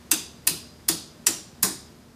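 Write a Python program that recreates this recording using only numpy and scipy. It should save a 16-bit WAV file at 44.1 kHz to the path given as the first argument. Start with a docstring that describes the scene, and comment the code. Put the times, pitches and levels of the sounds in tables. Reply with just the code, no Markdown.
"""In a hard-walled room, five circuit breakers are flipped one after another on a steel panel.
Each toggle lets go with a tick, snaps home a few milliseconds later and bounces once.
The plastic case clacks, and the steel cabinet thumps and rings.
The room answers with a short echo, over a faint ventilation hum."""
import sys
import numpy as np
from scipy import signal
from scipy.fft import rfft, irfft
from scipy.io import wavfile

SR = 44100
rng = np.random.default_rng(int(sys.argv[2]) if len(sys.argv) > 2 else 0)


def output_pcm(signal):
    """Save a mono or channel-first signal as 16-bit PCM at the path in sys.argv[1].

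    Samples are clipped to [-1, 1] before scaling.
    """
    pcm = np.clip(np.atleast_2d(signal).T, -1, 1) * 32767
    wavfile.write(sys.argv[1], SR, np.round(pcm).astype(np.int16))


N = 94815

# The flips. Each row: snap time in seconds, level in dB, boosts in dB for the middle, upper middle,
# presence and top bands, bounce delay in seconds, bounce level in dB, room level in dB.
FLIPS = [(0.1148, -1, 0.5, 1.5, -0.5, 1.5, .0033, -4.5, -0.5),
         (0.4729, -1, 0, 1, -0.5, 4.5, .0016, -5.5, -2), (0.8866, -0.5, -1, -3, -2, -1, .0027, -3.5, 0),
         (1.2673, 0, 1, 1, -0.5, 0.5, .0040, -6.5, -1), (1.6294, -2, 0.5, -7, -2.5, 1, .0027, -1.5, 3.5)]
# Band centres in Hz: bass, middle, upper middle, presence, treble, top.
BAND_HZ = (400, 1500, 2800, 4800, 8200, 13000)
# Pitches that stand out, one list per breaker. Each pair: pitch in Hz, boost in dB.
RESONANCES = [
    [(2700, 5), (3650, 6), (4830, 7), (6190, 5), (7250, 4), (8230, 5)],
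    [(1060, 0.5), (2670, 6), (4100, 8.5), (4950, 6), (8700, 5.5), (9400, 3)],
    [(3430, 8), (4370, 7), (4920, 5), (6800, 4), (8250, 1), (10700, 3.5)],
    [(1800, 3), (2830, 1), (5680, 8.5), (7220, 6.5), (8150, 1), (9950, 2.5)],
    [(1790, 7), (3900, 5.5), (4950, 6.5), (5330, 0), (6950, 4.5), (8850, 4)],
]
# The tone of the plastic case. Each row: pitch in Hz, level in dB.
CASE_TONE = [(150, -9.5), (600, -16), (1050, -7.5), (2000, -6), (3200, -8), (4600, -3), (8000, 2),
             (11000, 2), (15000, -3)]
# How long the case rings. Each row: pitch in Hz, fade time (to fall by 60 dB) in seconds.
CASE_FADES = [(300, 0.063), (1200, 0.057), (4000, 0.035), (14000, 0.02)]
# Clear notes that all the cases share. Each row: pitch in Hz, level in dB, fade time in seconds.
CASE_NOTES = [(1037, -32, 0.042), (1802, -37.5, 0.1), (2634, -32.5, 0.11), (4380, -32.5, 0.036),
              (4846, -31.5, 0.088), (5800, -26, 0.054), (7100, -25.5, .05), (8090, -21, 0.073),
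              (8850, -39, 0.023), (10490, -21, .04), (12800, -24, 0.042)]
# The cabinet's steel. Each row: pitch in Hz, level in dB, fade time in seconds.
STEEL_NOTES = [(2760, -57, 0.64), (3470, -52, 0.72), (4790, -56, 0.71), (4930, -51, 0.87), (5800, -60, .5),
               (6030, -57.5, 0.39)]
# The cabinet flexing. Each row: start in seconds, pitch in Hz, level in dB, swell and fade in seconds.
THUMPS = [(0.125, 320, -12.5, 0.007, 0.064), (0.484, 325, -26.5, 0.0057, 0.091),
          (0.509, 165.5, -31, 0.0059, .16), (0.894, 329, -20.5, 0.0055, 0.13),
          (0.899, 166.5, -31, .012, 0.22), (1.280, 323.4, -19.5, .012, 0.1),
          (1.635, 191.8, -26, 0.0042, 0.23), (1.637, 284, -35, .010, 0.13)]
# The tone of the room's echo. Each row: pitch in Hz, level in dB.
ROOM_TONE = [(30, -17.5), (80, -1.5), (170, 3), (240, 5), (340, 11.5), (480, 0), (750, -3.5), (1100, -1.5),
             (2100, -5.5), (3100, -1.5), (4800, 1.5), (8000, 3), (10500, 2), (12500, -4), (15000, -4.5)]
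# How long the room rings. Each row: pitch in Hz, fade time in seconds.
ROOM_FADES = [(100, .6), (320, 0.44), (1200, 0.36), (2800, 0.44), (4800, 0.48), (8000, .36), (14000, 0.25)]
# The tone of the rushing air. Each row: pitch in Hz, level in dB.
AIR_TONE = [(22, -29.5), (42, -10.5), (75, -5), (160, -1.5), (240, -5), (300, -7.5), (360, -8), (560, -15),
            (1000, -17), (1750, -21.5), (2700, -25), (4900, -24.5), (5600, -26), (13600, -34), (16000, -45)]
# The rush eases off at the end. Each row: time in seconds, level change in dB.
AIR_LEVELS = [(0, .5), (1.6, -0.5), (1.9, 0), (2.15, -3)]
# The ventilation's hum. Each row: pitch in Hz, level in dB.
HUM_NOTES = [(75.4, -64.5), (118, -74.5), (237, -60.5), (598, -70)]

TICK_LEAD_S = 0.0039  # the toggle lets go this long before the snap
SHORT, LONG = 4096, 32768  # samples in one clack, and in one flip with its echo


def breaker(resonances, level_db, middle_db, upper_db, presence_db, top_db, bounce_s, bounce_db, room_db):
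    """One toggle ticks, snaps and bounces; the snap sets the steel and the room ringing."""
    tick, snap, bounce = (case_clack() for _ in range(3))
    snap = snap + contact_crack() + ringing_notes(CASE_NOTES)
    flip = np.zeros(LONG)
    add(flip, 0, amp(-14) * tick)
    add(flip, TICK_LEAD_S, snap)
    add(flip, TICK_LEAD_S, steel_ring())
    add(flip, TICK_LEAD_S + bounce_s, amp(bounce_db) * bounce)
    add_room_echo(flip, snap, room_db)
    tone = breaker_tone((0, middle_db, upper_db, presence_db, 0, top_db), resonances)
    return amp(level_db) * shape_tone(flip, tone)


def case_clack():
    """A knock makes the plastic case ring briefly at many pitches at once."""
    return amp(-8) * dense_ring(CASE_TONE, CASE_FADES, rise_s=0.00041, bass_lag_s=0.0066)


def contact_crack():
    """The contacts strike with a tiny burst of bright noise."""
    bright_noise = unit(np.diff(rng.standard_normal(SHORT + 1)))
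    return amp(-9) * bright_noise * fade(0.01, SHORT)


def breaker_tone(band_db, resonances, width_hz=424, ripple_db=1.73, ripple_step_hz=109.6):
    """One breaker's own voice, from broad bands and narrow resonances, as rows of Hz and dB."""
    hz = np.linspace(20, SR / 2, num=1200)
    db = look_up(list(zip(BAND_HZ, band_db)), hz)
    db += sum(boost / (1 + (2 * (hz - peak_hz) / width_hz) ** 2) for peak_hz, boost in resonances)
    # A random ripple above the bass stands for countless weaker resonances.
    ripple = np.interp(hz / ripple_step_hz, np.arange(len(hz)), rng.standard_normal(len(hz)))
    return np.c_[hz, db + ripple_db * ripple * (hz > BAND_HZ[0])]


def steel_ring(copies=4):
    """The sheet steel rings in clusters of close notes that beat against each other."""
    return sum(ringing_notes(STEEL_NOTES, size=24576) for _ in range(copies)) / np.sqrt(copies)


def cabinet_thump(hz, level_db, swell_s, fade_s):
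    """The cabinet flexes after a snap: one low note swells and dies."""
    t = seconds(LONG)
    swell = 1 - np.exp(-(t / swell_s) ** 2)
    return amp(level_db) * swell * fade(fade_s, LONG) * np.sin(2 * np.pi * hz * t)


def add_room_echo(flip, snap, room_db):
    """Nearby walls throw the snap back six times, and the whole room rings on."""
    for delay_s in rng.uniform(0.008, 0.028, size=6):
        add(flip, TICK_LEAD_S + delay_s, amp(room_db - 18) * rng.choice([-1, 1]) * snap)
    tail = dense_ring(ROOM_TONE, ROOM_FADES, rise_s=0.002, bass_lag_s=0.0069, size=LONG)
    add(flip, TICK_LEAD_S + 0.005, amp(room_db - 23) * tail)


def ventilation():
    """Air rushes softly under a few wavering hum notes."""
    t = seconds(N)
    air_db = -50 + np.interp(t, *np.transpose(AIR_LEVELS)) - 0.1 * drift(7.1)
    air = amp(air_db) * unit(shape_tone(rng.standard_normal(N), AIR_TONE))
    hum = np.zeros(N)
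    for hz, db in HUM_NOTES:
        waver = 1 + 0.5 * drift(4.7)
        hum += amp(db) * np.sqrt(2) * waver * np.sin(2 * np.pi * hz * t + drift(2.2))
    return air + hum


def dense_ring(tone, fades, rise_s, bass_lag_s, size=SHORT, bass_hz=1100):
    """Countless notes blur into noise; each band swells and dies at its own speed."""
    t, hz = seconds(size), np.fft.rfftfreq(size, 1 / SR)
    phases = np.exp(2j * np.pi * rng.random(len(hz)))
    spectrum = rfft(unit(irfft(phases * amp(look_up(tone, hz)))))
    centres = np.geomspace(80, 15000, 14)
    ring = np.zeros(size)
    for centre, pick in zip(centres, np.eye(len(centres))):
        band = irfft(spectrum * np.interp(hz, centres, pick))
        swell_s = rise_s + bass_lag_s / (1 + (centre / bass_hz) ** 2)  # bass builds up more slowly
        ring += band * fade(look_up(fades, centre), size) * (1 - np.exp(-t / swell_s))
    return ring


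def ringing_notes(notes, size=SHORT, spread_db=2, detune=0.008):
    """Pure notes die away, a little different in level and pitch at each blow."""
    t = seconds(size)
    ring = np.zeros(size)
    for hz, db, fade_s in notes:
        gain = amp(db + spread_db * rng.normal())
        pitch_hz = hz * (1 + detune * rng.normal())
        ring += gain * fade(fade_s, size) * np.sin(2 * np.pi * (pitch_hz * t + rng.random()))
    return ring


def shape_tone(sound, tone, size=4096):
    """Filters a sound by rows of Hz and dB, with no ringing ahead of a hit."""
    log_gain = np.log(amp(look_up(tone, abs(np.fft.fftfreq(size, 1 / SR)))))
    response = np.exp(np.conj(signal.hilbert(log_gain)))
    taps = np.fft.ifft(response).real[:size // 2]
    return signal.fftconvolve(sound, taps)[:len(sound)]


def drift(rate_hz):
    """A slow random wobble."""
    hz = np.fft.rfftfreq(N, 1 / SR)
    return unit(irfft(rfft(rng.standard_normal(N)) * np.exp(-(hz / rate_hz) ** 2), N))


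def fade(fade_s, size):
    """Falls by 60 dB every fade_s seconds."""
    return np.exp(-np.log(1000) * seconds(size) / fade_s)


def seconds(size):
    """The time of each sample."""
    return np.arange(size) / SR


def amp(db):
    """Turns decibels into a gain."""
    return 10 ** (np.asarray(db) / 20)


def unit(sound):
    """Scales to an average (rms) level of 1."""
    return sound / np.sqrt(np.mean(sound ** 2) + 1e-20)


def look_up(table, hz):
    """Reads between a table's rows on a musical (log) pitch scale."""
    pitches, values = np.transpose(table)
    return np.interp(np.log(hz + 1), np.log(pitches + 1), values)


def add(mix, start_s, sound):
    """Mixes a sound in at the given time."""
    part = mix[max(round(start_s * SR), 0):][:len(sound)]
    part += sound[:len(part)]


def scene():
    """Five flips and their thumps over the ventilation, in mono."""
    mix = ventilation()
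    for (snap_s, *settings), resonances in zip(FLIPS, RESONANCES):
        add(mix, snap_s - TICK_LEAD_S, breaker(resonances, *settings))
    for start_s, *settings in THUMPS:
        add(mix, start_s, cabinet_thump(*settings))
    return mix[None]


def record(dry):
    """Cuts the highest treble, above 15270 Hz."""
    taps = signal.firwin(401, 15270, window=("kaiser", 8), fs=SR)
    return signal.oaconvolve(dry, taps[None], "same")


dry = scene()
out = record(dry)
output_pcm(out)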